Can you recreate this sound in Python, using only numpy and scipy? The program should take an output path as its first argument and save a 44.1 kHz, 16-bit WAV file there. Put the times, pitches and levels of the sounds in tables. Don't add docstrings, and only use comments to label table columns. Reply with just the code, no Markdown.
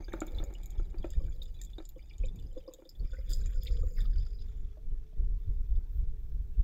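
import sys
import numpy as np
from scipy import signal
from scipy.fft import rfft, irfft, next_fast_len
from scipy.io import wavfile
from scipy.ndimage import uniform_filter1d

SR = 44100
rng = np.random.default_rng(int(sys.argv[2]) if len(sys.argv) > 2 else 0)


def unload_audio(sound):
    columns = np.transpose(np.atleast_2d(sound))
    steps = np.round(np.clip(columns, -1, 1) * 32767)
    wavfile.write(sys.argv[1], SR, steps.astype(np.int16))


N = 292559
TIME = np.arange(N) / SR

# start in seconds, pitch in Hz, peak in dB.
POCKETS = [(0.0443, 4800, -51), (0.0808, 1576, -48), (0.0829, 3570, -51.5), (0.131, 3700, -47),
           (0.28, 3580, -51), (0.347, 3940, -52.5), (0.384, 3580, -38), (0.551, 2900, -47),
           (0.7808, 3400, -56.5), (0.984, 4700, -54.5), (1.027, 3320, -54), (1.126, 3500, -56),
           (1.136, 1800, -58), (1.201, 1120, -63), (1.283, 1540, -57.5), (1.4178, 3740, -41),
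           (1.456, 3570, -52), (1.6127, 1835, -55.5), (1.7329, 3540, -51), (1.7828, 3720, -45.5),
           (1.992, 2320, -55), (2.096, 4940, -56), (2.1, 2870, -57.5), (2.11, 2380, -52.5),
           (2.135, 3580, -55.5), (2.235, 2450, -48.5), (2.244, 3060, -59), (2.2505, 3720, -52.5),
           (2.2844, 3550, -50.5), (2.389, 3500, -55.5), (2.401, 2950, -60.5), (2.4683, 5020, -62),
           (2.5137, 3070, -65.5), (2.5755, 3490, -58.5), (2.677, 5010, -52), (2.681, 1070, -54.5),
           (2.711, 1020, -60), (2.738, 3700, -52), (2.852, 3600, -57), (2.891, 5070, -46),
           (2.9144, 4900, -66), (2.9522, 3470, -60.5), (2.9954, 4480, -57), (3.051, 2360, -59),
           (3.0744, 5030, -62), (3.117, 3480, -55.5), (3.132, 1484, -49.5), (3.145, 1520, -52),
           (3.168, 2030, -54.5), (3.1882, 5030, -57.5), (3.333, 4940, -38.5), (3.3917, 5040, -56),
           (3.438, 3820, -54.5), (3.558, 1450, -59), (3.626, 3440, -52), (3.67, 3580, -37.5),
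           (3.829, 1220, -58.5), (3.973, 2130, -52.5), (3.98, 1880, -48.5), (4.005, 3593, -46.5),
           (4.0024, 1750, -52), (4.051, 1270, -57.5), (4.182, 4780, -50), (4.2243, 4920, -59),
           (4.352, 5000, -59), (4.3881, 3900, -56.5), (4.4124, 4880, -57), (4.7712, 620, -51.5),
           (5.128, 637, -59), (5.7548, 3580, -64.5), (5.757, 4800, -68.5)]
# time in seconds, pitch in Hz.
HOLLOW_NOTE = [(0, 513.7), (3.3, 512.4), (3.8, 483.6), (4.3, 436.3), (4.9, 427.7), (6.6, 430.6)]


def undb(db):
    return 10 ** (np.asarray(db) / 20)


def unit(x):
    return x / np.sqrt(np.mean(x ** 2))


def curve(rows, axis=1):
    rows = np.array(rows)
    return np.interp(TIME, rows[:, 0], rows[:, axis])


def add(track, s, sound):
    start = max(int(s * SR), 0)
    track[start:start + len(sound)] += sound[:max(N - start, 0)]


def shape(x, colour):
    hz, db = np.transpose(colour)
    size = next_fast_len(N, real=True)
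    log_hz = np.log(np.fft.rfftfreq(size, 1 / SR) + 1)
    gain = undb(np.interp(log_hz, np.log(hz), db))
    return unit(irfft(rfft(x, size) * gain, size)[:N])


def noise(colour):
    return shape(rng.standard_normal(N), colour)


def band(x, lo_hz, hi_hz, order=2):
    sos = signal.butter(order, [lo_hz, min(hi_hz, .48 * SR)], "band", fs=SR, output="sos")
    return signal.sosfilt(sos, x)


def resonate(x, modes):
    out = 0
    for k, (hz, width, db) in enumerate(modes):
        out = out + undb(db) * band(x, hz - width / 2, hz + width / 2, order=1) * (-1) ** k
    return out


def walk(rate):
    k = int(SR / rate)
    steps = np.repeat(rng.standard_normal(N // k + 1), k)
    return 1.03 * uniform_filter1d(uniform_filter1d(steps, k), k)[:N]


def drops(rate, spread_db):
    when, size, sign = rng.random((int(rate * N / SR), 3)).T
    strength = undb(spread_db * np.minimum(-np.log(1 - size), 4))
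    return np.bincount((when * N).astype(int), strength * np.sign(sign - .5), N)


def scatter(x, t60, wet_db):
    t = TIME[:SR // 4]
    tail = rng.standard_normal(len(t)) * undb(-60 * t / t60) * (t > .002)
    return undb(wet_db) * signal.fftconvolve(x, tail / np.linalg.norm(tail))[:N]


def pings(rate, spread_db, width=0.053, count=15):
    out = 0
    for hz in np.geomspace(1300, 7600, count):
        out = out + band(drops(rate, spread_db), hz * (1 - width / 2), hz * (1 + width / 2), order=1)
    return out


def fizz(rate, low_hz, high_hz, spread_db, cycles=9, tilt_db=0.5, widest_glide=0.05):
    out, t = np.zeros(N), TIME[:SR // 25]
    for when, pitch, size, length, bend in rng.random((int(rate * N / SR), 5)):
        hz = low_hz * (high_hz / low_hz) ** pitch
        age = t * hz / (cycles * (.5 + length))
        glide = widest_glide * (2 * bend - 1) * np.tanh(age / 2)
        phase = np.cumsum(hz * (1 + glide)) / SR
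        db = spread_db * size ** 2 + tilt_db * np.log2(hz / low_hz)
        add(out, when * N / SR, undb(db) * np.sqrt(age) * np.exp(-age) * np.sin(2 * np.pi * phase))
    return unit(out)


def covered(covered_s=4.37, closing_s=0.16):
    return np.clip((TIME - covered_s) / closing_s + .5, 0, 1)


def spurts(rate=60, fade_s=0.007, spread_db=3.5):
    gobs = np.abs(drops(rate, spread_db))
    return unit(signal.lfilter([1], [1, -np.exp(-1 / (fade_s * SR))], gobs) + 0.26)


def sea():
    # frequency in Hz, density in dB per Hz.
    sea_colour = [(300, -9), (750, -6.5), (1100, -12.5), (2000, -6.5), (4000, -12), (7000, -5.5),
                  (10000, -9), (12000, -9), (14500, -5), (15800, -18)]
    return noise(sea_colour) * undb(-84.5 + 0.58 * walk(1.8))


def gusting(breeze_db, axis, attack_s=0.019, release_s=0.0079):
    # start and length in seconds, rumble and flutter levels in dB.
    gust_rows = [(0.325, 0.12, -32.5, -58), (0.783, 0.042, -25.5, -60), (0.982, 0.028, -30.5, -49.5),
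                 (1.162, 0.02, -23, -44.5), (1.202, 0.1, -31.5, -47.5), (2.197, 0.092, -29, -48),
                 (2.291, 0.18, -42.5, -50.5), (2.995, 0.059, -31, -49.5), (3.291, 0.21, -29.5, -50.5),
                 (3.548, 0.057, -28.5, -61), (3.689, 0.19, -28, -55), (3.966, 0.27, -26.5, -55.5),
                 (4.579, 0.11, -38, -72), (4.85, 0.055, -32, -61.5), (4.911, 0.037, -29, -58),
                 (5.171, 0.074, -25.5, -50), (5.259, 0.1116, -28, -57), (5.449, 0.03, -31.5, -58),
                 (5.483, 0.032, -22.5, -51.5), (5.561, 0.049, -26.5, -57), (5.69, 0.097, -26, -56.5),
                 (5.953, 0.084, -28, -54.5), (6.064, 0.049, -28.5, -58), (6.316, 0.096, -33.5, -62),
                 (6.582, 0.024, -19.5, -50)]
    power = undb(breeze_db) ** 2
    for s, length, *levels in gust_rows:
        rise = np.clip((TIME - s) / attack_s + .5, 0, 1)
        fall = np.exp(-np.maximum(TIME - s - length, 0) / release_s)
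        power = power + (undb(levels[axis]) * rise * fall) ** 2
    return np.sqrt(power)


def wind(evenness=1.0, flutter_db=-59, flutter_law=0.66):
    # time in seconds, rumble level in dB.
    breeze_rows = [(0, -41), (1.35, -36.5), (2.05, -47), (2.45, -41.5), (2.57, -39), (2.68, -56.5),
                   (2.86, -59.5), (2.96, -45), (3.1, -36.5), (4.3, -35.5), (4.65, -36.5), (4.76, -46),
                   (5.0, -34), (5.08, -47.5), (5.2, -40), (5.6, -35.5), (6.15, -37), (6.63, -35.5)]
    # frequency in Hz, density in dB per Hz.
    rumble_colour = [(8.8, -18.5), (15, 1.5), (31, 1), (44, -2), (89, -18), (155, -33), (216, -64.5),
                     (339, -41), (400, -37), (520, -74), (880, -120)]
    # frequency in Hz, density in dB per Hz.
    flutter_colour = [(50, -33.5), (100, -5), (160, -7), (215, -16.5), (300, -21), (420, -20.5),
                      (600, -36.5), (850, -42), (2000, -55), (8000, -69)]
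    breeze_db = curve(breeze_rows)
    rumble = unit(band(noise(rumble_colour), 11.25, 120, order=3))
    rumble = rumble / uniform_filter1d(rumble ** 2, SR // 12) ** (evenness / 2)
    flutter_gain = gusting(flutter_db + flutter_law * (breeze_db + 40), axis=1)
    flutter = noise(flutter_colour) * flutter_gain
    return rumble * gusting(breeze_db, axis=0) + flutter * undb(2.56 * walk(28) - 2.5)


def thin_hiss():
    low_db = np.interp(TIME, [.2, .8, .92], [-73, -77, -100])
    high_db = np.interp(TIME, [0, .35, .8], [-74, -86, -105])
    low = unit(band(rng.standard_normal(N), 2190, 2400)) * undb(low_db)
    high = unit(band(rng.standard_normal(N), 6200, 6600)) * undb(high_db)
    return (low + high) * undb(3 * walk(37))


def rub():
    # time in seconds, level in dB.
    rub_rows = [(0, -45.5), (.07, -78), (.14, -48.5), (.33, -58.5), (.42, -51), (.55, -62), (.9, -66),
                (1.08, -60), (1.15, -72), (1.4, -74), (2.9, -71.5), (3.4, -100)]
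    # frequency in Hz, density in dB per Hz.
    rub_colour = [(150, 5), (330, 12.5), (520, 4), (780, 2), (1100, -9.5), (1900, -16), (2350, -23),
                  (2900, -38), (3600, -19.5), (5500, -45.5), (15000, -50)]
    slips = drops(rate=640, spread_db=2.0)
    slips = slips + scatter(slips, t60=0.01, wet_db=1)
    return shape(slips, rub_colour) * undb(curve(rub_rows) + 3.35 * walk(44.97))


def pops(crack_db=-13, crack_s=0.01):
    # start in seconds, peak in dB, level of the upper modes in dB.
    pop_rows = [(0.082, -40, -33), (0.136, -26, -21), (0.217, -21.5, -22.5), (0.274, -41, -29),
                (0.3, -49, -26), (0.4, -37, -21.5), (0.429, -40.5, -28), (0.795, -37, -22),
                (0.943, -38.5, -23.5), (1.0427, -27, -24.5), (1.782, -36, -30), (1.801, -38.5, -23.5),
                (2.821, -44, -33)]
    # frequency in Hz, level in dB, 60 dB decay time in seconds.
    wall_modes = [(328.7, 7, 0.063), (526, 6, 0.021), (587, 4, 0.026), (790, -19.5, 0.089),
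                  (888, -7.5, 0.025), (1256, 8, 0.018), (1349, 6, 0.03), (1720, -1, 0.0098),
                  (2340, -1.5, 0.029)]
    # frequency in Hz, density in dB per Hz.
    crack_colour = [(150, -40), (300, 3), (850, 4.5), (1050, -16), (1300, -4.5), (1750, -8), (2400, -16),
                    (3500, -19), (9000, -55)]
    out, crack, t = np.zeros(N), np.zeros(N), TIME[:SR // 6]
    for s, db, upper_db in pop_rows:
        ring = np.zeros(len(t))
        for k, (hz, mode_db, t60) in enumerate(wall_modes):
            decay = undb(mode_db + (hz > 1100) * (upper_db + 14.5) - 60 * t / t60)
            detuned_hz = hz * (1 + 0.031 * rng.standard_normal())
            ring += decay * np.sin(2 * np.pi * detuned_hz * t) * (-1) ** k
        add(out, s, undb(db - 2.5) * ring / np.abs(ring).max())
        add(crack, s, undb(db + crack_db) * np.exp(-t / crack_s))
    out = band(out, 185, 5100, order=4) + undb(-5.5) * crack * noise(crack_colour)
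    return out + scatter(out, t60=0.16, wet_db=-10.5)


def sheets(swell_s=0.0062):
    # start in seconds, level in dB, decay time constant in seconds.
    sheet_rows = [(1.424, -64.5, 0.014), (1.6, -78, 0.043), (3.292, -52, 0.039), (3.646, -63.5, 0.02),
                  (3.998, -74, 0.049)]
    # frequency in Hz, density in dB per Hz.
    sheet_colour = [(1500, -30), (2900, -24), (3400, -2), (4300, -9.5), (5030, 7.5), (5400, -15),
                    (7100, -3), (8400, -9.5), (9700, -31), (11000, -6), (13000, -8), (15500, -8)]
    envelope, t = np.zeros(N), TIME[:SR // 4]
    for s, db, decay_s in sheet_rows:
        add(envelope, s, undb(db) * np.minimum(t / swell_s, 1) * np.exp(-t / decay_s))
    return envelope * noise(sheet_colour) * undb(6.0 + 4.9 * walk(400))


def ticks(burst_s=0.00092):
    # start in seconds, peak in dB, top sizzle in dB relative to that peak.
    tick_rows = [(0.1314, -41.5, -4), (0.2045, -28, -13), (0.267, -39, 4), (0.439, -38.5, 0.5),
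                 (0.538, -41, -8), (0.633, -40, -1), (0.6583, -38, 5.5), (0.705, -38.5, -2),
                 (1.1043, -36, -3), (1.615, -25, -12), (1.6363, -38.5, -7), (1.649, -35.5, -4),
                 (1.8529, -37, -20), (1.8905, -41.5, 11.5), (2.1818, -39.5, -18), (2.258, -40.5, -27),
                 (2.359, -47.5, -1), (2.398, -48.5, 1), (2.7366, -34.5, 0.5), (2.8937, -43.5, 4.5),
                 (3.3336, -23, -30), (3.46, -39.5, -18), (3.633, -43, 14), (4.0051, -39, -21)]
    # frequency in Hz, density in dB per Hz.
    ring_colour = [(2500, -46), (3700, -4.5), (4300, -19), (5050, -10), (5800, -26), (6500, -3), (7100, 7),
                   (7900, -10.5), (9200, -24.5), (16000, -38)]
    # frequency in Hz, density in dB per Hz.
    top_colour = [(9000, -63), (10000, -12), (11000, -13.5), (13000, 10.5), (15500, -1.5)]
    body, top, t = np.zeros(N), np.zeros(N), TIME[:SR // 30]
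    burst = t / burst_s * np.exp(1 - t / burst_s)
    for s, db, sizzle_db in tick_rows:
        add(body, s, undb(db) * burst)
        add(top, s, undb(db + sizzle_db) * burst)
    out = undb(-13.0) * body * noise(ring_colour) + undb(-17.5) * top * noise(top_colour)
    return out + scatter(out, t60=0.071, wet_db=-7.0)


def slosh(spatter_db=-27, spatter_s=0.011, click_db=-2):
    # time in seconds, level in dB.
    slosh_rows = [(0, -74), (.2, -68.5), (.45, -74.5), (.9, -71), (1.3, -71), (1.7, -72), (2.05, -74.5),
                  (2.35, -76), (2.75, -73.5), (3.05, -83.5), (3.3, -72), (3.6, -100)]
    # frequency in Hz, density in dB per Hz.
    crackle_colour = [(700, -23.5), (1350, -3), (1650, -7), (1900, -3), (2100, -9.5), (2380, -5),
                      (2700, -13), (3200, -7.5), (3520, 4), (3900, -7.5), (4250, -17.5), (4700, -3),
                      (5050, 1.5), (5500, -23.5), (6300, -10.5), (7000, 3), (7600, -8.5), (8400, -18),
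                      (9700, -25.5), (13000, -16.5), (15500, -19.5)]
    envelope, t = np.zeros(N), TIME[:SR // 6]
    for s, hz, db in POCKETS:
        add(envelope, s, undb(db + spatter_db) * np.exp(-t / spatter_s) * (hz > 1000))
    crackle = shape(fizz(rate=420, low_hz=2200, high_hz=7410, spread_db=23), crackle_colour)
    crackle = crackle + undb(click_db) * shape(drops(rate=70, spread_db=4.0), crackle_colour)
    shower = envelope * shape(pings(rate=140, spread_db=3.5), crackle_colour)
    out = crackle * undb(curve(slosh_rows) + 2 * walk(18)) + shower
    return undb(-4.5) * out + scatter(out, t60=0.068, wet_db=-8.5)


def slaps(swell_s=0.0046, width=0.17):
    # start in seconds, level in dB, centre in Hz.
    slap_rows = [(0.082, -67, 1700), (0.12, -49, 1920), (0.168, -55, 1700), (0.269, -64, 1300),
                 (1.848, -70, 3700), (1.89, -62.5, 3860), (2.239, -73, 1910), (2.603, -64, 2900),
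                 (3.137, -59, 1600), (3.186, -62, 1900), (3.452, -64.5, 2200), (3.5, -64, 1750),
                 (3.522, -66, 3230), (3.71, -71, 3100), (3.667, -41.5, 3820), (3.657, -52.5, 2300),
                 (3.677, -49, 2430), (3.742, -62, 2100), (3.98, -51, 1760), (4.053, -56.5, 3500),
                 (4.127, -64, 1700), (4.162, -65, 2200), (4.227, -68, 2300)]
    out, t = np.zeros(N), TIME[:SR // 8]
    envelope = t / swell_s / (1 + 0.7 * (t / swell_s) ** 3.14)
    for s, db, hz in slap_rows:
        grains = rng.standard_normal(len(t)) * rng.standard_exponential(len(t))
        burst = unit(band(grains, hz * (1 - width), hz * (1 + width), order=3))
        add(out, s, undb(db) * envelope * burst)
    return out


def bubbles(glide=0.045, roughness=0.28, gulp_hz=700, swell_s=0.0029, swell_law=0.31):
    # start in seconds, peak in dB.
    gulp_rows = [(1.2032, -48), (1.961, -46.5), (2.2368, -42), (2.5657, -35), (2.6772, -37), (2.705, -50.5),
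                 (2.7365, -48.5), (2.7871, -46.5), (2.8543, -50.5), (3.132, -51.5), (3.1844, -49.5),
                 (3.69, -49), (3.755, -48), (3.8328, -41.5)]
    out, shake, t = np.zeros(N), np.zeros(N), TIME[:SR // 20]
    gulps = [(s, np.interp(s, *np.transpose(HOLLOW_NOTE)), db) for s, db in gulp_rows]
    for s, hz, db in list(POCKETS) + gulps:
        age = t / (swell_s * (hz / 1000) ** -swell_law)
        envelope = undb(db) * age * np.exp(1 - age)
        cycles = np.cumsum(hz * (1 + glide * np.tanh((age - 1.5) / 4))) / SR
        chance = rng.standard_normal((128, 2))
        froth = np.interp(cycles / 3, np.arange(len(chance)), chance[:, 0] + 1j * chance[:, 1])
        add(out, s, envelope * np.imag((1 + roughness * froth) * np.exp(2j * np.pi * cycles)))
        add(shake, s, envelope * (hz < gulp_hz))
    wall = unit(resonate(rng.standard_normal(N), [(314, 17.5, 11.5), (1127, 27, -11.5)]))
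    late_shake = uniform_filter1d(np.roll(shake, SR // 200), SR // 80)
    wall = band(wall, 190, 1500, order=3) * late_shake
    return undb(-1.5) * out + scatter(out, t60=0.083, wet_db=-7.5) + undb(-9.5) * wall


def hollow(width_hz=100, still_width_hz=40, still_db=-73.5):
    # time in seconds, level in dB.
    drum_rows = [(0.0, -66), (0.42, -56), (0.7, -77), (1.25, -60), (2.1, -97), (2.66, -57), (2.94, -78),
                 (3.15, -64.5), (3.75, -54), (4.65, -77), (6.55, -83)]
    carrier = np.exp(2j * np.pi * np.cumsum(curve(HOLLOW_NOTE)) / SR)

    def note(width):
        beats = drops(rate=290, spread_db=3.5) + 1j * drops(rate=260, spread_db=4.0)
        lowpass = signal.butter(3, width / 2, fs=SR, output="sos")
        return unit(np.real(carrier * signal.sosfilt(lowpass, beats)))

    drummed = note(width_hz) * undb(curve(drum_rows) - 5.5 + 3.3 * walk(25.1))
    return drummed + note(still_width_hz) * undb(still_db) * covered()


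def pool(deep_db=-82.5, deep_bubbles_db=-86):
    # frequency in Hz, width in Hz, level in dB.
    sizzle_modes = [(11030, 330, -5.5), (12900, 760, -1), (14700, 2500, -4.5)]
    # time in seconds, level in dB.
    sizzle_rows = [(0, -83), (.35, -74.5), (.6, -85.5), (1.4, -82), (2.1, -86.5), (3.1, -84.5), (3.35, -75),
                   (3.8, -81.5), (3.99, -69), (4.12, -83), (4.6, -88.5), (6.6, -100)]
    # time in seconds, level in dB.
    froth_rows = [(4.3, -100), (5.25, -93), (5.45, -81.5), (5.85, -85), (5.97, -72), (6.08, -93),
                  (6.22, -80), (6.63, -86)]
    # time in seconds, level in dB.
    churn_rows = [(0, -83.5), (2.9, -85), (3.4, -87), (3.9, -78.5), (4.2, -76), (4.6, -87.5), (5.3, -91),
                  (6.6, -100)]
    # frequency in Hz, density in dB per Hz.
    pool_colour = [(400, -21), (700, 6.5), (1000, -1), (2400, -1), (2900, -5), (3600, -3.5), (4300, -4.5),
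                   (5000, -5.5), (6000, -4), (10000, -36.5)]
    sizzle = resonate(drops(rate=3600, spread_db=6), sizzle_modes)
    sizzle = unit(band(sizzle, 10500, 20000, order=3)) * undb(curve(sizzle_rows) + 2.3 * walk(20))
    froth = unit(band(drops(rate=5200, spread_db=5.5), 13200, 15400, order=3))
    froth = froth * undb(curve(froth_rows) + walk(28))
    wash = shape(drops(rate=7300, spread_db=5.5), pool_colour)
    dragged_bubbles = fizz(rate=150, low_hz=899, high_hz=6000, spread_db=10)
    deep = undb(deep_db) * wash + undb(deep_bubbles_db) * dragged_bubbles
    churn = wash * undb(curve(churn_rows) - 1.5) * spurts(rate=70, fade_s=0.008, spread_db=3.0)
    return churn + sizzle + covered() * deep + froth


def stream(gurgle_db=-1, splash_db=-12):
    # frequency in Hz, width in Hz, level in dB.
    low_modes = [(1393, 220, -3.5), (1840, 490, -3), (2350, 110, 2)]
    mid_modes = [(3370, 170, -0.35), (3564, 200, 1.5)]
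    high_modes = [(4780, 190, -3), (5020, 100, 0)]
    top_modes = [(6970, 170, 0), (7140, 270, -9)]
    # time in seconds, low, mid, high and top levels in dB.
    ring_rows = [(2.85, -125, -125, -125, -125), (3.0, -93, -89, -85, -106), (3.11, -77.5, -77, -70, -76.5),
                 (3.2, -71.5, -85, -78, -74), (3.28, -78, -80, -77, -81), (3.32, -79, -57.5, -63, -65),
                 (3.4, -80, -84, -68, -66.5), (3.5, -67.5, -70, -71.5, -64.5),
                 (3.61, -77.5, -80, -68, -67.5), (3.68, -74, -69, -61.5, -61.5),
                 (3.76, -78, -72.5, -61.5, -65.5), (3.85, -76, -82, -80, -70), (3.94, -79, -93, -71, -64),
                 (4.01, -67, -65.5, -62, -79), (4.1, -86, -76, -74, -83), (4.16, -73.5, -76, -62, -80),
                 (4.25, -77, -66.5, -67, -77), (4.34, -81, -86, -71, -85), (4.41, -91, -76, -63.5, -89),
                 (4.48, -87, -76.5, -87, -78), (4.8, -100, -87.5, -100, -100)]
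    out, gobs = np.zeros(N), spurts()
    for k, modes in enumerate([low_modes, mid_modes, high_modes, top_modes]):
        ring = np.zeros(N)
        for mode in modes:
            impacts = drops(rate=150, spread_db=3.0) * (gobs + spurts())
            ring += resonate(impacts, [mode])
        ring = band(ring, 0.88 * modes[0][0], 1.07 * modes[-1][0])
        ring = unit(ring + scatter(ring, t60=0.06, wet_db=-5.5))
        out += ring * undb(curve(ring_rows, axis=k + 1) - 2.0)
    gurgle_level = np.maximum(curve(ring_rows, axis=1), curve(ring_rows, axis=2) - 3) + gurgle_db
    gurgle = fizz(rate=200, low_hz=1155, high_hz=3996, spread_db=13.5, cycles=7) * undb(gurgle_level)
    splash = fizz(rate=900, low_hz=2860, high_hz=7450, spread_db=10, cycles=6.5)
    splash = splash * undb(curve(ring_rows, axis=3) + splash_db)
    return out + (gurgle + splash) * gobs


def scene():
    # frequency in Hz, width in Hz, level in dB.
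    vessel_modes = [(1787, 38, 0.5), (3640, 120, -7), (5240, 76, -3.5), (7200, 110, -16)]
    shore = sea() + wind()
    bottle = thin_hiss() + rub() + pops()
    impacts = ticks() + slaps() + bubbles()
    wall = undb(-2) * resonate(np.roll(impacts, SR // 200), vessel_modes)
    liquid = impacts + wall + sheets() + slosh() + hollow() + pool() + stream()
    return (shore + bottle + liquid)[None]


def record(dry, top_hz=15700, ease_s=.006):
    ends = np.minimum(np.minimum(TIME, TIME[-1] - TIME) / ease_s, 1)
    return signal.sosfilt(signal.ellip(8, .2, 70, top_hz, fs=SR, output="sos"), dry * ends)


dry = scene()
out = record(dry)
unload_audio(out)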